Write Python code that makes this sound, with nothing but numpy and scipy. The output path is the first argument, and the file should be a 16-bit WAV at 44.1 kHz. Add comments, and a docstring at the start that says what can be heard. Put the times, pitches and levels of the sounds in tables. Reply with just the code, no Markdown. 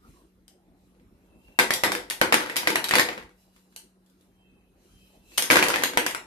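"""Ice cubes crack loose from a turned tray, drop into a plastic basin, knock it and tumble together.
Each contact is a short burst of jolts that rings basin floor, basin wall and ice; the hard walls of the
kitchen answer with decaying noise. The tray's pivots squeak as rough gliding notes and hands rustle on
the frame as noise. Behind them are a humming fridge, a faint whine, room tone and a gurgling glass."""
import sys
import numpy as np
from scipy import signal
from scipy.fft import rfft, irfft, next_fast_len
from scipy.io import wavfile
from scipy.ndimage import uniform_filter1d, map_coordinates

SR = 44100
rng = np.random.default_rng(int(sys.argv[2]) if len(sys.argv) > 2 else 0)


def file_out(sig):
    """Save sig as 16-bit WAV at sys.argv[1]."""
    # one column per channel
    cols = np.atleast_2d(sig).T
    # limit, then scale
    lim = np.clip(cols, -1, 1)
    pcm = np.round(lim * 32767).astype(np.int16)
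    wavfile.write(sys.argv[1], SR, pcm)


N = 276066  # length in samples
TIME_S = np.arange(N) / SR


def amp(db):
    """Turn decibels into a plain gain."""
    return 10 ** (np.asarray(db) / 20)


def unit(x):
    """Scale a signal to an rms of 1."""
    return x / np.sqrt(np.mean(x ** 2) + 1e-20)


def along(points, hz):
    """Read a curve of (Hz, value) points between its points, on a log frequency axis."""
    f, v = np.transpose(points)
    return np.interp(np.log(hz + 1), np.log(f + 1), v)


def filtered(x, response):
    """Multiply the spectrum of x by a response, which may be complex."""
    m = next_fast_len(x.shape[-1] + 8192)  # spare room for the ringing
    spectrum = rfft(x, m) * response(np.fft.rfftfreq(m, 1 / SR))
    return irfft(spectrum, m)[..., :x.shape[-1]]


def modes(table):
    """A struck body rings at several resonances; neighbours have opposite signs."""
    def response(f):
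        total = 0
        for k, (center, width, db) in enumerate(table):
            resonance = 1j * f * width / (center * center - f * f + 1j * f * width)
            total = total + (-1) ** k * amp(db) * resonance
        return total
    return response


def causal(points):
    """Minimum phase: the given spectrum, with its energy as early as possible."""
    def response(f):
        cepstrum = irfft(np.log(amp(along(points, f)) + 1e-6))
        cepstrum[1:len(cepstrum) // 2] *= 2
        cepstrum[len(cepstrum) // 2 + 1:] = 0
        return np.exp(rfft(cepstrum))
    return response


# Left-right likeness of sound from all around: (frequency [Hz], likeness [0-1])
LIKENESS = [(60, .85), (150, .92), (350, 0.94), (700, 0.8), (1400, 0), (5000, 0.03)]


def diffuse(pair):
    """Mix two unrelated signals so that long waves are alike in both ears."""
    def mix(hz):
        angle = np.arccos(np.clip(along(LIKENESS, hz), -1, 1)) / 2
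        return np.array([np.cos(angle), np.sin(angle)])
    mid, side = filtered(pair, mix)
    return np.array([mid + side, mid - side])


def patchy_noise(spectrum, patchy_db):
    """Stereo noise of rms 1 that flickers in patches of time and pitch."""
    z = signal.stft(rng.standard_normal((2, N)), nperseg=512)[2]
    field = uniform_filter1d(rng.standard_normal(z.shape[1:]), size=6, axis=0)
    field = uniform_filter1d(field, size=10, axis=1)
    pair = signal.istft(z * amp(patchy_db * unit(field)), nperseg=512)[1][:, :N]
    return unit(filtered(diffuse(pair), lambda hz: amp(along(spectrum, hz))))


def wavering_note(hz, db, width_hz, steady):
    """A note whose size and phase wander, as noise in a narrow band does."""
    knots = rng.standard_normal((2, int(N * width_hz / SR) + 4))
    a, b = (map_coordinates(k, [np.arange(N) * width_hz / SR]) for k in knots)
    phase = 2 * np.pi * np.cumsum(hz + np.zeros(N)) / SR
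    return amp(db) * ((a + steady) * np.cos(phase) + b * np.sin(phase))


def swells(start_s, held_s, db, rise, fall):
    """Each event rises, holds and falls evenly in dB; returns the top level and which event has it."""
    since = TIME_S - start_s[:, None]
    attack = rise * np.minimum(since, 0)
    release = fall * np.maximum(since - held_s[:, None], 0)
    each = db[:, None] + attack - release
    return each.max(axis=0), each.argmax(axis=0)


# Loudness of the room's air over time: (time [s], level [dB])
AIR_LEVEL = [(0, -57), (.08, -50), (.3, -61), (1.552, -54), (3.35, -59.5), (4.2, -58.5), (5.3, -57)]
# Colour of the room's air: (frequency [Hz], density [dB per Hz, relative])
AIR_SPECTRUM = [(24, -31.5), (40, 8.5), (132, -5.5), (192, -3), (377, -3), (438, -9.5), (1450, -24),
                (4030, -34.5), (7340, -39), (12100, -34), (14400, -45), (15500, -57.5)]


def room_tone():
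    """The air of the room is a soft noise of slowly changing level."""
    level_db = np.interp(TIME_S, *np.transpose(AIR_LEVEL))
    return amp(level_db) * patchy_noise(AIR_SPECTRUM, patchy_db=3)


# Notes of the fridge: (frequency [Hz], level [dB], width [Hz], steady part [ratio])
FRIDGE_NOTES = [(50.2, -69.5, 2.7, 0.24), (186, -73.5, 5.2, 3.9)]


def fridge():
    """A fridge hums on low notes that waver a little."""
    return sum(wavering_note(*note) for note in FRIDGE_NOTES)


# Gulps of liquid settling in a glass: (loudest from [s], held [s], level [dB], note [Hz], glide [Hz per s])
GULPS = [(0.041, 0.016, -58.5, 1295, -300), (0.159, 0.047, -63, 1073, -500), (.5, 0.26, -70, 693, 257)]


def gurgle():
    """Each gulp of liquid is a rough note that glides."""
    start_s, held_s, db, hz, glide = np.transpose(GULPS)
    level_db, gulp = swells(start_s, held_s, db, rise=500, fall=300)  # dB per s
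    note_hz = hz[gulp] + glide[gulp] * (TIME_S - start_s[gulp])
    return wavering_note(note_hz, level_db, width_hz=280, steady=0.1)


# Hands shift on the frame: (loudest from [s], held [s], level [dB])
HAND_SHIFTS = [(.09, 0.076, -68), (.81, 0.046, -77.5), (1.17, 0.091, -86), (1.45, 0.078, -73),
               (3.41, .02, -68.5), (3.56, 0.024, -67.5), (3.73, .02, -70), (4.08, 0.027, -76.5),
               (4.21, 0.0086, -73.5), (4.85, .3, -67.5), (5.34, 0.036, -53.5)]


def grip_level():
    """Each shift of the hands swells quickly and dies more slowly; in dB."""
    return swells(*np.transpose(HAND_SHIFTS), rise=160, fall=72)[0]  # dB per s


def whine(grip_db):
    """A faint high whine grows while hands load the frame."""
    rest_db, under_grip_db = -92.5, 11
    level_db = np.maximum(rest_db, grip_db - under_grip_db)
    return wavering_note(4010, level_db, width_hz=380, steady=.1)


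# Colour of skin on the frame: (frequency [Hz], density [dB per Hz, relative])
SKIN_SPECTRUM = [(530, -52), (900, -17.5), (2000, -20), (2890, -9.5), (3180, -22.5), (3300, -14.5),
                 (13000, -17), (14600, -22.5), (15500, -52.5)]


def hands(grip_db):
    """Skin rubbing on the frame makes a patchy rustle."""
    return amp(grip_db) * patchy_noise(SKIN_SPECTRUM, patchy_db=2.5)


def background():
    """Room tone, fridge, glass and hands, added together."""
    grip_db = grip_level()
    return fridge() + whine(grip_db) + gurgle() + room_tone() + hands(grip_db)


# The tray turns on its pivots:
# (loudest from [s], held [s], low pivot level [dB], high pivot level [dB], low pivot note [Hz])
TRAY_TURNS = [(1.33, .1, -72.5, -99, 2651), (1.47, 0.11, -64.5, -87, 2720), (4.46, 0.048, -70, -78.5, 2630),
              (5.02, 0.047, -71.5, -71.5, 2585), (5.35, .02, -57, -79, 2640)]


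def squeaks():
    """Plastic pivots rub and sing roughly; each note sinks as the turn slows."""
    rise, fall, sag_hz_per_s = 150, 61, 200  # rise and fall in dB per s
    high_hz, high_leads_s = 3117, .05  # the high pivot has a head start
    start_s, held_s, low_db, high_db, low_hz = np.transpose(TRAY_TURNS)
    low_level, low_turn = swells(start_s, held_s, low_db, rise, fall)
    high_level, high_turn = swells(start_s - high_leads_s, held_s, high_db, rise, fall)

    def sag(turn):
        return sag_hz_per_s * np.clip(TIME_S - start_s[turn], -.2, .4)

    def one_ear():
        low = wavering_note(low_hz[low_turn] - sag(low_turn), low_level, width_hz=190, steady=0.71)
        high = wavering_note(high_hz - sag(high_turn), high_level, width_hz=120, steady=2.1)
        return low + high
    return np.array([one_ear(), one_ear()])


# Reverberation of the kitchen: (frequency [Hz], time to fall by 60 dB [s])
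KITCHEN_T60 = [(150, 0.4), (500, 0.39), (2500, 0.27), (8000, 0.27), (15000, 0.21)]


def kitchen(dry, size=4096):
    """Hard walls answer with fading noise; the cubes move, so each moment gets its own tail."""
    wet = np.zeros((2, N + SR))
    for at in range(0, N, size):
        part = dry[at:at + size]
        if np.abs(part).max() > 1e-4:  # skip near silence
            hz, t, z = signal.stft(rng.standard_normal((2, SR // 2)), SR, nperseg=256)
            decay = amp(-60 * t / along(KITCHEN_T60, hz)[:, None])
            tail = signal.istft(z * decay, SR, nperseg=256)[1]
            tail *= 1 - np.exp(-np.arange(tail.shape[1]) / SR / 0.00059)  # a soft start
            tail /= np.linalg.norm(tail[0])
            answer = signal.fftconvolve(part[None], tail, axes=1)
            wet[:, at:at + answer.shape[1]] += answer
    return diffuse(wet[:, :N])


# Cubes slide and rattle after a spill: (loudest from [s], held [s], level of the softest contacts [dB])
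SLIDES = [(1.76, 0.24, -44), (2.35, 0.11, -30), (2.55, 0.58, -38), (5.53, .24, -27), (5.85, 0.26, -41)]


def tumble(count=300):
    """Sliding cubes make many small contacts of random size; columns as in CONTACTS."""
    level_db = swells(*np.transpose(SLIDES), rise=200, fall=130)[0]  # dB per s
    draw = rng.random((count, 5))
    moving = np.flatnonzero(level_db > -62)
    at = moving[(draw[:, 0] * len(moving)).astype(int)]
    db = level_db[at] + 12 * draw[:, 1]
    thud_db = -14 + 9 * draw[:, 2]
    click_db = -26 + 9 * draw[:, 3]
    spot_hz = 500 * 5 ** draw[:, 4]
    return np.column_stack([at / SR, db, thud_db, click_db, spot_hz])


# Resonances of the basin floor: (frequency [Hz], width [Hz], relative level [dB])
FLOOR_MODES = [(204, 51, -10), (321, 44, 1), (378.4, 6, 1.5), (490, 23, 3.5), (520.2, 9.9, -8.5)]
# Resonances of basin wall and tray cells: (frequency [Hz], width [Hz], relative level [dB])
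WALL_MODES = [(720, 6.4, -11.5), (875, 13, 6.5), (958, 37, -3), (1284, 27, -9.5), (1560, 40, -2.5),
              (1947, 7.7, 4.5), (1964, 110, -3), (2040, 33, -7)]
# Click of ice: (frequency [Hz], density [dB per Hz, relative])
ICE_SPECTRUM = [(1180, -38), (2000, -21), (2560, -10), (3070, -5), (7050, -8.5), (7610, -9.5), (11100, -7),
                (14700, -16), (15500, -25)]
# The part of a knock that does not ring: (frequency [Hz], relative level [dB])
BLOW_SPECTRUM = [(60, -14.5), (160, -9), (400, -3), (1000, -1.5), (2200, 0.5), (3000, -5.5), (4500, -11),
                 (9000, -23)]


def strike(contacts, size=1024):
    """A few ms of jolts ring basin floor, basin wall and ice; rows: left, right, all around."""
    floor_db, wall_db, click_gain_db = 32.5, 16, 27  # how readily each body answers a blow
    spot_t60_s = 0.02
    # force is (floor, wall, ice) by (left, right, all around)
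    force, spot = np.zeros((3, 3, N + size)), np.zeros((3, N + size))
    t = np.arange(size) / SR
    t60_s = np.array([[[.018]], [[.009]], [[.011]]])
    fade = amp(-60 * t / t60_s) * (1 - np.exp(-t / 0.00045))
    for s, db, thud_db, click_db, spot_hz in contacts:
        # short waves differ more between the ears
        both, own = rng.standard_normal((3, 1, size)), rng.standard_normal((3, 2, size))
        jolts = fade * ([[[1]], [[.6]], [[.2]]] * both + [[[.15]], [[.9]], [[1]]] * own)
        jolts[..., :6] += [[[.3]], [[.8]], [[.8]]]  # a push at first touch
        jolts /= np.linalg.norm(jolts, axis=2, keepdims=True)
        blow = amp(db + np.array([thud_db + floor_db, wall_db, click_db + click_gain_db]))
        at = round(s * SR)
        aim = amp(rng.normal(1, 1, (2, 1)))  # each blow favours one ear a little
        force[:, :2, at:at + size] += blow[:, None, None] * aim * jolts
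        force[2, 2, at:at + size] += blow[2] * jolts[2, 0]
        # summed over all directions the blow has an even spectrum
        force[:2, 2, at] += rng.choice([-1, 1], size=2) * blow[:2]
        # the struck spot has a note of its own that dies at once
        phase = 2 * np.pi * (spot_hz * t + rng.random((3, 1)))
        spot_level = amp(db - 6 - 60 * t / spot_t60_s + [[0], [0], [-9]])
        spot[:, at:at + size] += spot_level * (1 - np.exp(-t / 0.00028)) * np.sin(phase)

    def floor(f):
        return modes(FLOOR_MODES)(f) + amp(-10.0) * causal(BLOW_SPECTRUM)(f) / (1 + 1j * f / 700)

    def wall(f):
        return modes(WALL_MODES)(f) + causal(BLOW_SPECTRUM)(f)

    thuds, knocks = filtered(force[0], floor), filtered(force[1], wall)
    clicks = filtered(force[2], causal(ICE_SPECTRUM))
    return spot + thuds + knocks + clicks


# Knocks and cracks, levels before each body's own gain: (time [s], wall level [dB],
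# basin thud over wall [dB], ice click over wall [dB], note of the struck spot [Hz])
CONTACTS = [(0.48, -49, -6, 3, 3750), (0.949, -63.5, 13, -15, 538), (0.998, -54, 3, -34, 517),
            (1.483, -50.5, -16, -25, 2480), (1.589, 1, -13, -16, 2025), (1.597, -1.5, -10, -16.5, 1725),
            (1.706, -4, -14.5, -17, 1810), (1.737, -17, -29, 1, 3990), (1.836, 0, -8.5, -15.5, 1988),
            (1.919, -9, -13.5, -13.5, 954), (1.951, -11.5, -11, -17, 1764), (2.1, -22, -36, 2.5, 3900),
            (2.109, -16, -41, -12.5, 1790), (2.214, 0.5, -8.5, -19.5, 1500), (2.324, 0, -8.5, -18, 1325),
            (2.33, -5.5, -9, -24.5, 1817), (2.342, -1, -33, -15.5, 1807), (2.498, -16, -10.5, -20.5, 1866),
            (2.559, -14, -20, -14.5, 1980), (2.566, -13.5, -35, 0, 3300), (2.574, -20, -5, -10.5, 2818),
            (2.632, -20, -7, -27, 992), (2.673, -1.5, -9.5, -18.5, 1941),
            (2.703, -10.5, -1.5, -14.5, 453.5), (2.757, -3.5, -28, -16, 1930),
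            (2.842, -13.5, -37, -7, 3894), (2.886, -21.5, -33, -7, 3960), (2.891, -16.5, -32, -7, 3860),
            (2.91, -3, -19, -22.5, 1855), (2.937, -0.5, -37, -25.5, 2249), (2.954, -3.5, -30, -11, 1987),
            (2.961, -9, -0.5, -39.5, 2009), (2.984, -4.5, -38, -14, 1800), (2.996, -1.5, -33, -15.5, 1860),
            (3.01, -14.5, -9, -14.5, 1004), (3.088, -12, -7.5, -43, 1793), (3.178, -21.5, -6, -37.5, 532),
            (3.563, -45, -9, -15, 590), (3.725, -52, -14, -15, 1800), (3.762, -35.5, -34, 2, 4430),
            (4.062, -69, -18, 6, 1900), (4.098, -69.5, -19, 7.5, 3000), (4.21, -69.5, -19.5, 8.5, 7000),
            (5.288, -69, -20, 5.5, 5200), (5.319, -42, -0.5, -19, 2660), (5.376, -26.5, -15.5, 9.5, 4200),
            (5.38, -8.5, -27, -3.5, 3028), (5.423, -16.5, -8.5, 0.5, 4200), (5.441, -22, -31, -6, 2260),
            (5.502, 2, -15, -25, 2290), (5.51, -0.5, -33, -15, 1580), (5.518, -3, -3.5, -10, 2260),
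            (5.531, -5.5, -9, -16.5, 1530), (5.557, -1.5, -8, -18, 970), (5.569, 1, -25, -22, 1410),
            (5.59, -5, -14, -32, 1560), (5.626, -0.5, -20, -20, 2330), (5.639, -13, -14, -9.5, 513),
            (5.684, -8.5, -15, -9.5, 550), (5.702, -7, -40, -18, 1470), (5.74, -7, -34, -33, 2460),
            (5.759, -8, -36, -20.5, 1700), (5.823, -15, -20, -22, 1020), (5.836, -6, -29, -8.5, 1560),
            (5.857, -16, -19, -19.5, 996), (5.935, -22, -1.5, -22, 1310), (5.973, 0.5, -11.5, -18, 980),
            (6.002, -39, -16, -18, 471.4), (6.064, -7.5, -33, -11, 1578), (6.071, -22.5, -11, -36, 991),
            (6.11, -22.5, -31, -9, 1560), (6.148, -14.5, -41, -13.5, 1410)]


def ice_in_basin():
    """Single knocks and tumbling cubes, heard directly and through the kitchen's answer."""
    ice = strike(np.vstack([CONTACTS, tumble()]))[:, :N]
    balance = amp([[.7], [-.7]])  # a little louder on the left
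    return balance * (ice[:2] + amp(3.0) * kitchen(ice[2]))


def scene():
    """All sources in stereo; the right ear is a little further away."""
    left, right = ice_in_basin() + squeaks() + background()
    right_lag = 10  # samples
    return np.array([left, np.pad(right, (right_lag, 0))[:N]])


def record(dry):
    """Round off the highest peaks, thin the deepest bass, fade above 13.5 kHz and stop at the band limit."""
    top_hz = 15950
    rounded = dry / (1 + np.abs(dry / .88) ** 5) ** (1 / 5)
    # (frequency [Hz], gain [dB])
    curve = [(20, -32), (45, -5.5), (13500, 1.5), (14500, -2.5), (15000, -22.0), (16000, -28.5)]
    return filtered(rounded, lambda hz: (hz < top_hz) * amp(along(curve, hz)))


dry = scene()
out = record(dry)
file_out(out)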